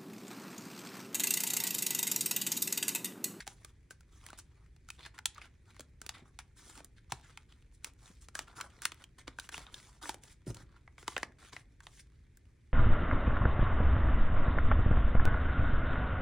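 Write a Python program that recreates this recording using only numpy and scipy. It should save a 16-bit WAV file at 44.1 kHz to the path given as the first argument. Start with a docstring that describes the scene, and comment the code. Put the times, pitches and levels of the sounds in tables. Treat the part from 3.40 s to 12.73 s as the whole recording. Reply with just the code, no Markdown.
"""Hands slide cards into the plastic pockets of a binder page on a wooden table, in a quiet small room.
From the start a low rumble and faint hiss, made of steady coloured noise, lie under the scene.
Strokes begin at once: film hisses and crackles, made of grainy noise that swells and fades with each stroke.
Within a tenth of a second buckling film starts to snap, with short ringing noise bursts and small chance ticks.
From nearly 3 s on, page or hands land softly: a fading boom plus a push of noise. 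A phone listens from above."""
import sys
import numpy as np
from scipy import signal
from scipy.fft import rfft, irfft, next_fast_len
from scipy.io import wavfile
from scipy.ndimage import uniform_filter1d, map_coordinates

SR = 44100
rng = np.random.default_rng(int(sys.argv[2]) if len(sys.argv) > 2 else 0)


def unload_wav(signal):
    """Save mono or channel-first audio to the path in sys.argv[1] as 16-bit WAV at rate SR, clipped to [-1, 1]."""
    wavfile.write(
        sys.argv[1],
        SR,
        np.round(np.clip(np.atleast_2d(signal).T, -1, 1) * 32767).astype(np.int16),
    )


N = 411453

# Steady background spectra: (frequency [Hz], relative level per Hz [dB])
RUMBLE_SPECTRUM = [(20, -10), (40, -3), (57, 2.5), (85, -4), (130, -7), (195, -18), (370, -21.5),
                   (560, -33), (700, -46)]
AIR_SPECTRUM = [(450, -6), (880, -4), (1200, -10), (1750, 0), (2400, 0), (2850, -12), (6000, -13),
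                (10000, -17), (12000, -28), (15800, -27)]
# Left-right likeness of background, film and reflections: (frequency [Hz], likeness [0-1])
ROOM_ALIKE = [(60, .997), (130, .97), (290, .8), (640, .3), (1410, .6), (3100, .62), (6800, .25)]
FILM_ALIKE = [(90, .997), (300, .9), (640, .87), (1400, .96), (2500, .86), (5000, .9), (15000, .78)]
ECHO_ALIKE = [(130, .97), (640, .8), (1400, .92), (3100, .72), (7000, .25)]

# A hand pushes, slides or smooths; levels are those before the final mix:
# (start [s], length [s], swell over the stroke [dB], bending [dB], rubbing [dB], film-on-film hiss [dB])
STROKES = [(0, 0.027, -16, -67, -52, -57.5), (0.058, 0.084, -10, -68, -67, -62),
           (0.144, 0.16, 5, -78, -75, -73.5), (0.499, 0.013, 13, -67.5, -66, -64),
           (0.703, 0.15, 2, -76, -73, -71.5), (0.841, 0.12, -14, -65.5, -67.5, -70),
           (0.972, 0.018, 17.5, -65, -68, -58.5), (1.094, 0.18, -1, -75.5, -82.5, -85),
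           (1.476, 0.097, -6, -84, -78, -71.5), (1.577, 0.09, 10, -65.5, -58.5, -68),
           (1.738, 0.054, -17, -68, -67.5, -73), (1.904, 0.088, 23, -72.5, -70.5, -87.5),
           (2.007, 0.052, -2.5, -61.5, -59.5, -66.5), (2.246, 0.067, 14, -74.5, -74, -74.5),
           (2.337, 0.11, -6, -73, -72.5, -80), (2.613, 0.17, 4, -70.5, -74, -75),
           (2.736, 0.1, -29, -63.5, -64, -74), (2.849, 0.042, -5, -65.5, -76.5, -74),
           (2.988, 0.022, -20, -60.5, -55.5, -56), (3.151, 0.24, 4, -65, -67.5, -62),
           (3.386, 0.067, -3, -72, -72.5, -76.5), (3.561, 0.026, 0, -86, -70, -78.5),
           (3.692, 0.11, -18, -70, -66, -67.5), (3.817, 0.207, -17, -74.5, -72.5, -76.5),
           (4.076, 0.15, -12.5, -83, -77.5, -81), (4.317, 0.033, 14, -92, -83, -75.5),
           (4.424, 0.048, 22.5, -71.5, -71, -67.5), (4.571, 0.12, 17.5, -73.5, -73, -69.5),
           (4.69, 0.096, -10, -82, -74, -72.5), (4.806, 0.041, 2, -79, -72.5, -66),
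           (4.942, 0.076, 5, -58, -57.5, -57), (5.067, 0.093, -15, -61, -68.5, -73),
           (5.151, 0.12, -15, -55.5, -66.5, -61.5), (5.284, 0.17, -2, -69.5, -71, -76),
           (5.413, 0.055, 7, -55.5, -54, -52.5), (5.532, 0.088, 20.5, -70.5, -73.5, -77),
           (5.78, 0.034, -9, -61, -61, -64.5), (5.87, 0.066, -36, -65, -63, -73),
           (5.959, 0.099, 21.5, -73, -72, -68), (6.112, 0.13, -11, -59, -57.5, -57),
           (6.212, 0.11, -5, -66, -68, -76), (6.31, 0.28, -17, -66, -67.5, -66),
           (6.611, 0.1, 9, -56.5, -57, -51.5), (6.815, 0.111, 4, -73, -67, -64),
           (7.06, 0.044, 4.5, -65.5, -63.5, -56), (7.144, 0.081, -1.5, -60.5, -67, -68.5),
           (7.265, 0.099, 10.5, -72.5, -77, -88.5), (7.577, 0.067, -5, -64, -67, -65.5),
           (7.659, 0.18, -2.5, -62, -62.5, -61.5), (7.982, 0.11, 4, -67.5, -63.5, -66),
           (8.118, 0.089, -11, -63.5, -60.5, -62.5), (8.419, 0.13, -16.5, -74, -73, -71.5),
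           (8.507, 0.1, 15.5, -94, -72, -67), (8.676, 0.13, 11, -93, -85, -89.5)]
# Fingers resting on the page, before the final mix: (bending [dB], rubbing [dB], hiss [dB])
RESTING_LEVELS = [-92, -86.5, -88.5]
# The contact takes hold (a share of the stroke's length is added), then fades by 60 dB in the release time
ATTACK_S, ATTACK_SHARE, RELEASE_T60_S = 0.0045, 0.1, 0.073
# Spectra of bending, rubbing and film-on-film hiss: (frequency [Hz], relative level per Hz [dB])
BEND_SPECTRUM = [(120, -23), (300, -5), (600, -12), (950, -5.5), (1400, -4), (2200, -25.5), (4000, -45)]
RUB_SPECTRUM = [(700, -33), (1200, -14), (1600, -0.5), (2150, 0), (2700, -5.5), (3500, -1), (4400, -6),
                (7000, -24)]
HISS_SPECTRUM = [(2500, -9.5), (4300, -3.5), (5600, 3), (7000, 3), (8200, 2), (10200, 1.5), (11300, -10.5),
                 (12500, -19), (14000, -11.5), (15800, -13)]
GRIP_DB = 1.6  # size of the random changes in finger pressure

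# The film buckles: (time [s], pitch of the flexing patch [Hz], strength of its ring [dB], level [dB],
# brightness [dB per octave], thud against the card [dB])
SNAPS = [(0.0678, 700, 19.5, -20.5, 0.5, -33), (0.0763, 790, 14.5, -12, 1, -13.5),
         (0.2468, 1180, 14.5, -21.5, 3.5, -21), (0.5075, 1530, 20.5, -27, 4, -16.5),
         (0.6068, 1350, 13, -34, 1.5, -44), (0.864, 1610, 10.5, -22.5, 4, -36),
         (0.9023, 1470, 22, -29.5, 3.5, -36), (0.9304, 2090, 1.5, -20, -5, -11),
         (0.9874, 1550, 19, -29.5, 6.5, -31), (1.363, 3780, 1, -36.5, 0, -45),
         (1.4875, 1430, 15, -24, 1, -46), (1.5026, 2500, 12, -17.5, 3, -27),
         (1.6645, 1670, 16, -27, -3, -38), (1.7796, 1570, 14, -25, -2, -36),
         (1.7881, 1550, 6.5, -15, -1.5, -47), (1.8564, 3330, 10.5, -0.5, 2.5, -20.5),
         (1.98, 1230, 16, -23, -3, -45), (2.0154, 2340, 13.5, -25, -3, -36),
         (2.3948, 600, 12, -20.5, 0.5, -16), (2.406, 1387, 13, -23.5, 4.5, -11.5),
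         (2.6157, 1430, 14, -21, 3, -18), (2.6638, 600, 5, -18.5, 3.5, -14),
         (2.6917, 3560, 3.5, -9.5, 1, -20), (2.989, 1490, 3.5, -12.5, -1.5, -25.5),
         (3.3762, 820, 15, -25.5, 2, -35), (3.4035, 600, 11.5, -25.5, -4, -17.5),
         (3.4454, 1670, 8, -34, 9, -20), (3.7208, 784, 8, -3.5, -1.0, -2.5),
         (3.9737, 2490, 9, -17, -2.0, -45), (4.1229, 3040, 14, -32.5, -2.5, -29.5),
         (4.4448, 2350, 8, -11.5, 3.5, -18), (4.8853, 1250, 5.5, -21, -1.5, -18),
         (4.9521, 1550, 12.5, -9, 0.5, -14), (4.991, 1660, 4.5, -5.0, -0.5, -14),
         (5.2018, 990, 5.5, -14.5, -8, -16.5), (5.2105, 1340, 14, -10, 1, -34),
         (5.4193, 1560, 17, -23, 5.5, -34), (5.4532, 1590, 9.5, 2, 1.5, -16),
         (5.519, 3500, 7.5, -13, -3, -16.5), (5.6396, 2970, 16, -25.5, 1.5, -36),
         (5.8781, 3630, 8, -12.5, -4.5, -6.5), (5.9863, 1540, 13, -15.0, -3, -16),
         (5.9973, 3860, 9, -18, 4, -32), (6.0904, 1560, 10, -17, 0.5, -19), (6.142, 2800, 18, -16, -5, -40),
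         (6.1786, 1190, 6, -13, 0, -7), (6.2657, 3530, 18.5, -25.5, -7.5, -32),
         (6.342, 3500, 21, -22, 2, -22), (6.6556, 1700, 12.5, -19.5, -7.5, -26),
         (6.6926, 890, 16.5, -6.5, 0.5, -5), (6.743, 610, 8, -19.5, 1.5, -13),
         (6.8361, 2140, 6, -31.0, 5, -21), (7.145, 2960, 2, -26.5, 3.5, -19.5),
         (7.1686, 4230, 10, -25.5, -0.5, -13.5), (7.4765, 2020, 14, -31, -9, -30),
         (7.5805, 2180, 11.5, -23, -6.0, -32), (7.628, 1270, 8, -24, -2.5, -14.5),
         (7.6793, 940, 7.5, -3, -1.5, -0.5), (7.7647, 3000, 11, -5.0, -7.5, -1.5),
         (7.7784, 1680, 17, -13, 0.5, -6), (7.8303, 1830, 11.5, -4.5, -4, -3),
         (8.1647, 2090, 15.5, -17.5, -3.5, -24), (8.404, 1570, 12, -28, -2, -46.5),
         (8.4678, 3620, 11, -19.5, -3, -26), (8.9715, 1560, 24, -45, 9, -31.5)]
# Basic colour of a snap: (frequency [Hz], level [dB])
SNAP_COLOUR = [(50, -21), (250, 0), (480, -.5), (850, 0.18), (2200, 0), (3400, -2.4), (5200, -3.5),
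               (7200, -2), (10200, -6.5), (11700, -16), (13000, -23), (14300, -18), (15500, -13)]
# How much of each frequency belongs to the thud: (frequency [Hz], share [0-1])
THUD_SHARE = [(480, 1), (850, 0)]
SNAP_RISE_S, RISE_SCATTER = 0.0009, .1  # typical time of the flip, spread of its natural logarithm
FLUTTER_DB, FLUTTER_T60_S = -23, .045  # starting level against the flip, time to fade by 60 dB
# Brightness tilts this range about its pivot
TILT_LOW_HZ, TILT_PIVOT_HZ, TILT_HIGH_HZ = 850, 2200, 14000

# Small creases give way by chance: rate, level in a still hand, growth with rubbing (dB per dB), spread
TICKS_PER_S, TICK_DB, TICK_GROWS, TICK_SCATTER_DB = 24, -53, 0.72, 4.5
TICK_HZ, TICK_OCTAVES, TICK_RING_DB = 1870, 0.38, 8.5  # middle pitch, its spread, strength of the ring
TICK_TILT_DB, TICK_THUD_DB = -1.5, -6  # brightness per octave, thud against the tick's level

# Page and hands land on the table: (time [s], level of the boom before it fades [dB], boom pitch [Hz])
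LANDINGS = [(2.822, -45, 253), (3.405, -51, 140), (3.725, -37, 130), (4.7, -48.5, 190.6), (5.881, -41, 255),
            (6.171, -43.5, 302), (7.068, -31, 290), (7.076, -33, 140), (7.099, -29.5, 110),
            (7.228, -48, 123), (7.889, -48, 116), (8.136, -45.5, 317)]
# Spectrum of the push on the table top: (frequency [Hz], relative level [dB])
TABLE_SPECTRUM = [(25, -10), (58, 3), (90, -3), (132, 4), (195, -5), (320, -3), (500, -11), (900, -24),
                  (3000, -55)]

# How long the walls answer: (frequency [Hz], time to fade by 60 dB [s])
WALLS = [(150, 0.95), (1000, 0.29), (4000, 0.21), (9000, .19), (16000, 0.031)]
# Microphone ports: (frequency [Hz], phase by which left leads [radians])
PORTS = [(4700, 0), (5600, -1.05), (7600, -1.3), (15500, -1.55)]
TOP_HZ = 16100  # the phone's upper band limit


def amp(db):
    """Turn decibels into a gain."""
    return 10 ** (np.asarray(db) / 20)


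def unit(x):
    """Scale to an rms (average strength) of 1."""
    return x / np.sqrt(np.mean(x ** 2) + 1e-20)


def along(points, hz):
    """Read between (frequency, value) points on a logarithmic frequency axis."""
    point_hz, values = np.transpose(points)
    return np.interp(np.log(hz + 1), np.log(point_hz + 1), values)


def shape(points, hz):
    """Gain of a spectrum that falls away steeply beyond its ends."""
    skirt = np.minimum(1, hz / points[0][0]) * np.minimum(1, points[-1][0] / (hz + 1))
    return amp(along(points, hz)) * skirt ** 4


def wobble(rate):
    """Draw a smooth random curve with rate knots a second."""
    knots = rng.standard_normal(int(N * rate / SR) + 4)
    return map_coordinates(knots, [np.arange(N) * rate / SR], order=2)


def filtered(x, response):
    """Pass x through a filter given as a function of frequency."""
    m = next_fast_len(N + SR // 4)
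    return irfft(rfft(x, m) * response(np.fft.rfftfreq(m, 1 / SR)), m)[..., :N]


def causal(gain):
    """Make a filter with this gain that rings only after the blow, never before it."""
    cepstrum = irfft(np.log(np.maximum(gain, 1e-6)))
    half = len(cepstrum) // 2
    # folding the second half onto the first gives the minimum-phase filter
    cepstrum[1:half] *= 2
    cepstrum[half + 1:] = 0
    return np.exp(rfft(cepstrum))


def spread(pair, alike, hz):
    """Mix two unrelated spectra into left and right of a given likeness."""
    turn = np.arccos(np.clip(along(alike, hz), -1, 1)) / 2
    mid = pair[0] * np.cos(turn)
    side = pair[1] * np.sin(turn)
    return np.array([mid + side, mid - side])


def coloured(pair, spectrum, alike):
    """Turn two noises into a stereo sound of rms 1 with this spectrum."""
    m = next_fast_len(N + SR // 4)
    hz = np.fft.rfftfreq(m, 1 / SR)
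    stereo = spread(rfft(pair, m) * shape(spectrum, hz), alike, hz)
    return unit(irfft(stereo, m)[:, :N])


def add(track, s, sound):
    """Mix a sound into the track at time s."""
    part = track[:, max(0, round(s * SR)):][:, :sound.shape[1]]
    part += sound[:, :part.shape[1]]


def burst(envelope, even_hz):
    """Spectra of two noise bursts, evened out to level 1 over stretches of even_hz."""
    spectra = rfft(rng.standard_normal((2, len(envelope))) * envelope)
    width = max(2, int(even_hz * len(envelope) / SR))
    return spectra / np.sqrt(np.abs(uniform_filter1d(np.abs(spectra) ** 2, width)) + 1e-12)


def room_tone():
    """Distant machinery rumbles steadily through the walls, under a faint airy hiss."""
    rumble = amp(-60.3) * coloured(rng.standard_normal((2, N)), RUMBLE_SPECTRUM, ROOM_ALIKE)
    air = amp(-81) * coloured(rng.standard_normal((2, N)), AIR_SPECTRUM, ROOM_ALIKE)
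    return rumble + air


def strokes():
    """Gains of bending, rubbing and hiss: each stroke takes hold, swells or fades, and lets go."""
    power, t = np.zeros((3, N)), np.arange(SR // 2) / SR
    for s, length, swell_db, *levels_db in STROKES:
        hold_db = swell_db * (np.minimum(t / length, 1) - .5)
        release_db = -60 * np.maximum(t - length, 0) / RELEASE_T60_S
        attack = np.minimum(t / (ATTACK_S + ATTACK_SHARE * length), 1)
        envelope = attack * amp(hold_db + release_db)
        add(power, s, np.outer(amp(levels_db), envelope) ** 2)
    return np.sqrt(power + amp(RESTING_LEVELS)[:, None] ** 2)


def sparks(rate, scatter_db, life):
    """Power, mean 1, of tiny random slips of uneven size, each dying away over about life seconds."""
    happens = rng.random(N) < rate / SR
    sizes = amp(scatter_db * np.clip(rng.standard_normal(N), -2, 2)) * happens
    power = signal.lfilter([1], [1, -np.exp(-1 / (life * SR))], sizes ** 2)
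    return power / power.mean()


def slips(creases, rate, life, smooth, creased):
    """Friction: fine slips, a share of smooth sliding and a share of little creases giving way."""
    fine = sparks(rate, scatter_db=5, life=life)
    power = smooth + creased * creases + (1 - smooth - creased) * fine
    return np.sqrt(power) * rng.standard_normal((2, N))


def patchy(pair, depth_db, size=9, count=5):
    """The contact wanders over the film, so its colour shifts from moment to moment."""
    z = signal.stft(pair, nperseg=512)[2]
    # random gains, smoothed over size frequency bins and count moments
    field = uniform_filter1d(rng.standard_normal(z.shape[1:]), size, 0)
    field = uniform_filter1d(field, count, 1)
    return signal.istft(z * amp(depth_db * unit(field)), nperseg=512)[1][:, :N]


def rustle(bending, rubbing, sliding):
    """Bending gives coarse crackle, rubbing a finer grain, film on film a dense hiss with tiny ticks."""
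    grip = amp(GRIP_DB * wobble(35))  # the fingers press unevenly
    # a crease that gives way is heard in all three layers at once
    creases = sparks(rate=45, scatter_db=4.5, life=.0009)
    bend = slips(creases, rate=260, life=.0013, smooth=.2, creased=.25)
    rub = slips(creases, rate=450, life=.001, smooth=.32, creased=.25)
    hiss = slips(creases, rate=700, life=.0007, smooth=.46, creased=.16)
    bend_sound = bending * coloured(patchy(bend, depth_db=4.0), BEND_SPECTRUM, FILM_ALIKE)
    rub_sound = rubbing * coloured(patchy(rub, depth_db=3.0), RUB_SPECTRUM, FILM_ALIKE)
    hiss_sound = sliding * coloured(patchy(hiss, depth_db=2.0), HISS_SPECTRUM, FILM_ALIKE)
    return grip * (bend_sound + rub_sound + hiss_sound)


def snaps(rows, ring_octaves=0.26, uneven_db=1.5, lag=.0013, size=4096):
    """A patch of film flips over in a millisecond or two and rings briefly at its own pitch."""
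    out, t, hz = np.zeros((2, N)), np.arange(size) / SR, np.fft.rfftfreq(size, 1 / SR)
    # bending waves are slower at low pitch (lag = travel time [s] at 1 kHz), so each snap chirps downwards
    travel = np.exp(-4j * np.pi * lag * np.sqrt(1000 * hz))
    octaves = np.log2(np.clip(hz, TILT_LOW_HZ, TILT_HIGH_HZ) / TILT_PIVOT_HZ)
    low = along(THUD_SHARE, hz)
    for s, pitch_hz, ring_db, level_db, tilt_db, thud_db in rows:
        u = t / (SNAP_RISE_S * np.exp(RISE_SCATTER * rng.standard_normal()))
        flip = u * np.exp(1 - u)
        # the sheet around the flip flutters on
        flutter = amp(FLUTTER_DB - 60 * t / FLUTTER_T60_S) * (1 - np.exp(-u))
        uneven = [(f, db + uneven_db * rng.standard_normal()) for f, db in SNAP_COLOUR]
        colour = along(uneven, hz) + (1 - low) * (level_db + tilt_db * octaves) + low * thud_db
        ring = ring_db / (1 + (np.log2((hz + 1) / pitch_hz) / ring_octaves) ** 2)
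        noise = spread(burst(flip + flutter, even_hz=897), FILM_ALIKE, hz)
        add(out, s - lag / 2, irfft(noise * travel * causal(amp(colour + ring))))
    return out


def ticks(rubbing, count=600):
    """List small chance snaps of creasing film, stronger while the fingers rub harder."""
    times = np.cumsum(rng.exponential(1 / TICKS_PER_S, count))
    effort_db = 20 * np.log10(rubbing / rubbing.min())
    rows = []
    for s, (high, strong) in zip(times[times < N / SR], rng.standard_normal((count, 2))):
        db = TICK_DB + TICK_GROWS * effort_db[int(s * SR)] + TICK_SCATTER_DB * strong
        pitch_hz = TICK_HZ * 2 ** (TICK_OCTAVES * high)
        rows.append((s, pitch_hz, TICK_RING_DB, db, TICK_TILT_DB, db + TICK_THUD_DB))
    return rows


def thumps(rise=0.0051, cycles=8, push_db=-8, size=8192):
    """A soft landing pushes on the table top; page and table boom for a few cycles."""
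    out, t, hz = np.zeros((2, N)), np.arange(size) / SR, np.fft.rfftfreq(size, 1 / SR)
    wood = causal(shape(TABLE_SPECTRUM, hz))
    for s, db, boom_hz in LANDINGS:
        noise = burst(t / rise * np.exp(-t / rise), even_hz=201)
        push = irfft(spread(noise, FILM_ALIKE, hz) * wood)
        onset = 1 - np.exp(-t * boom_hz * np.pi)
        fade = amp(-60 * t * boom_hz / cycles)  # down by 60 dB after this many cycles
        boom = np.sin(2 * np.pi * boom_hz * t) * onset * fade
        add(out, s, amp(db) * (boom + amp(push_db) * push / np.abs(push).max()))
    return out


def echoes(gap=.003, early_db=7, early_t60=0.03):
    """Hands and table answer within a few milliseconds; the walls add a short tail."""
    hz, t, z = signal.stft(rng.standard_normal((2, SR // 4)), SR, nperseg=256)
    walls = amp(-60 * t / along(WALLS, hz)[:, None])
    early = amp(early_db - 60 * t / early_t60)
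    tail = signal.istft(spread(z, ECHO_ALIKE, hz[:, None]) * (walls + early), SR, nperseg=256)[1]
    return np.pad(tail / np.linalg.norm(tail[0]), ((0, 0), (int(gap * SR), 0)))


def room(x, size=4096):
    """A short, diffuse room tail, drawn afresh for each overlapping piece so no fixed colour builds up."""
    out, mono = np.zeros((2, N)), np.pad(x.mean(0), (0, size))
    # overlapping pieces fade into each other
    for i in range(0, N, size // 2):
        piece = mono[i:i + size] * np.hanning(size)
        add(out, i / SR, signal.fftconvolve(piece[None], echoes(), axes=1))
    return out


def ports(x):
    """Direct treble reaches the two microphone ports out of step."""
    return filtered(x, lambda hz: np.exp(.5j * along(PORTS, hz) * np.array([[1], [-1]])))


def scene():
    """Mix the binder close by with its reflections and the room around it."""
    background = room_tone()
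    bending, rubbing, sliding = strokes()
    film = rustle(bending, rubbing, sliding)
    hits = snaps(SNAPS) + snaps(ticks(rubbing)) + thumps()
    direct = ports(hits + amp(-0.5) * film)
    reflected = room(amp(-11.5) * hits + amp(-6) * film)
    return direct + reflected + background


def record(dry):
    """The phone cuts off steeply above its band limit."""
    return filtered(dry, lambda hz: 1 / (1 + (hz / TOP_HZ) ** 120))


dry = scene()
out = record(dry)
unload_wav(out)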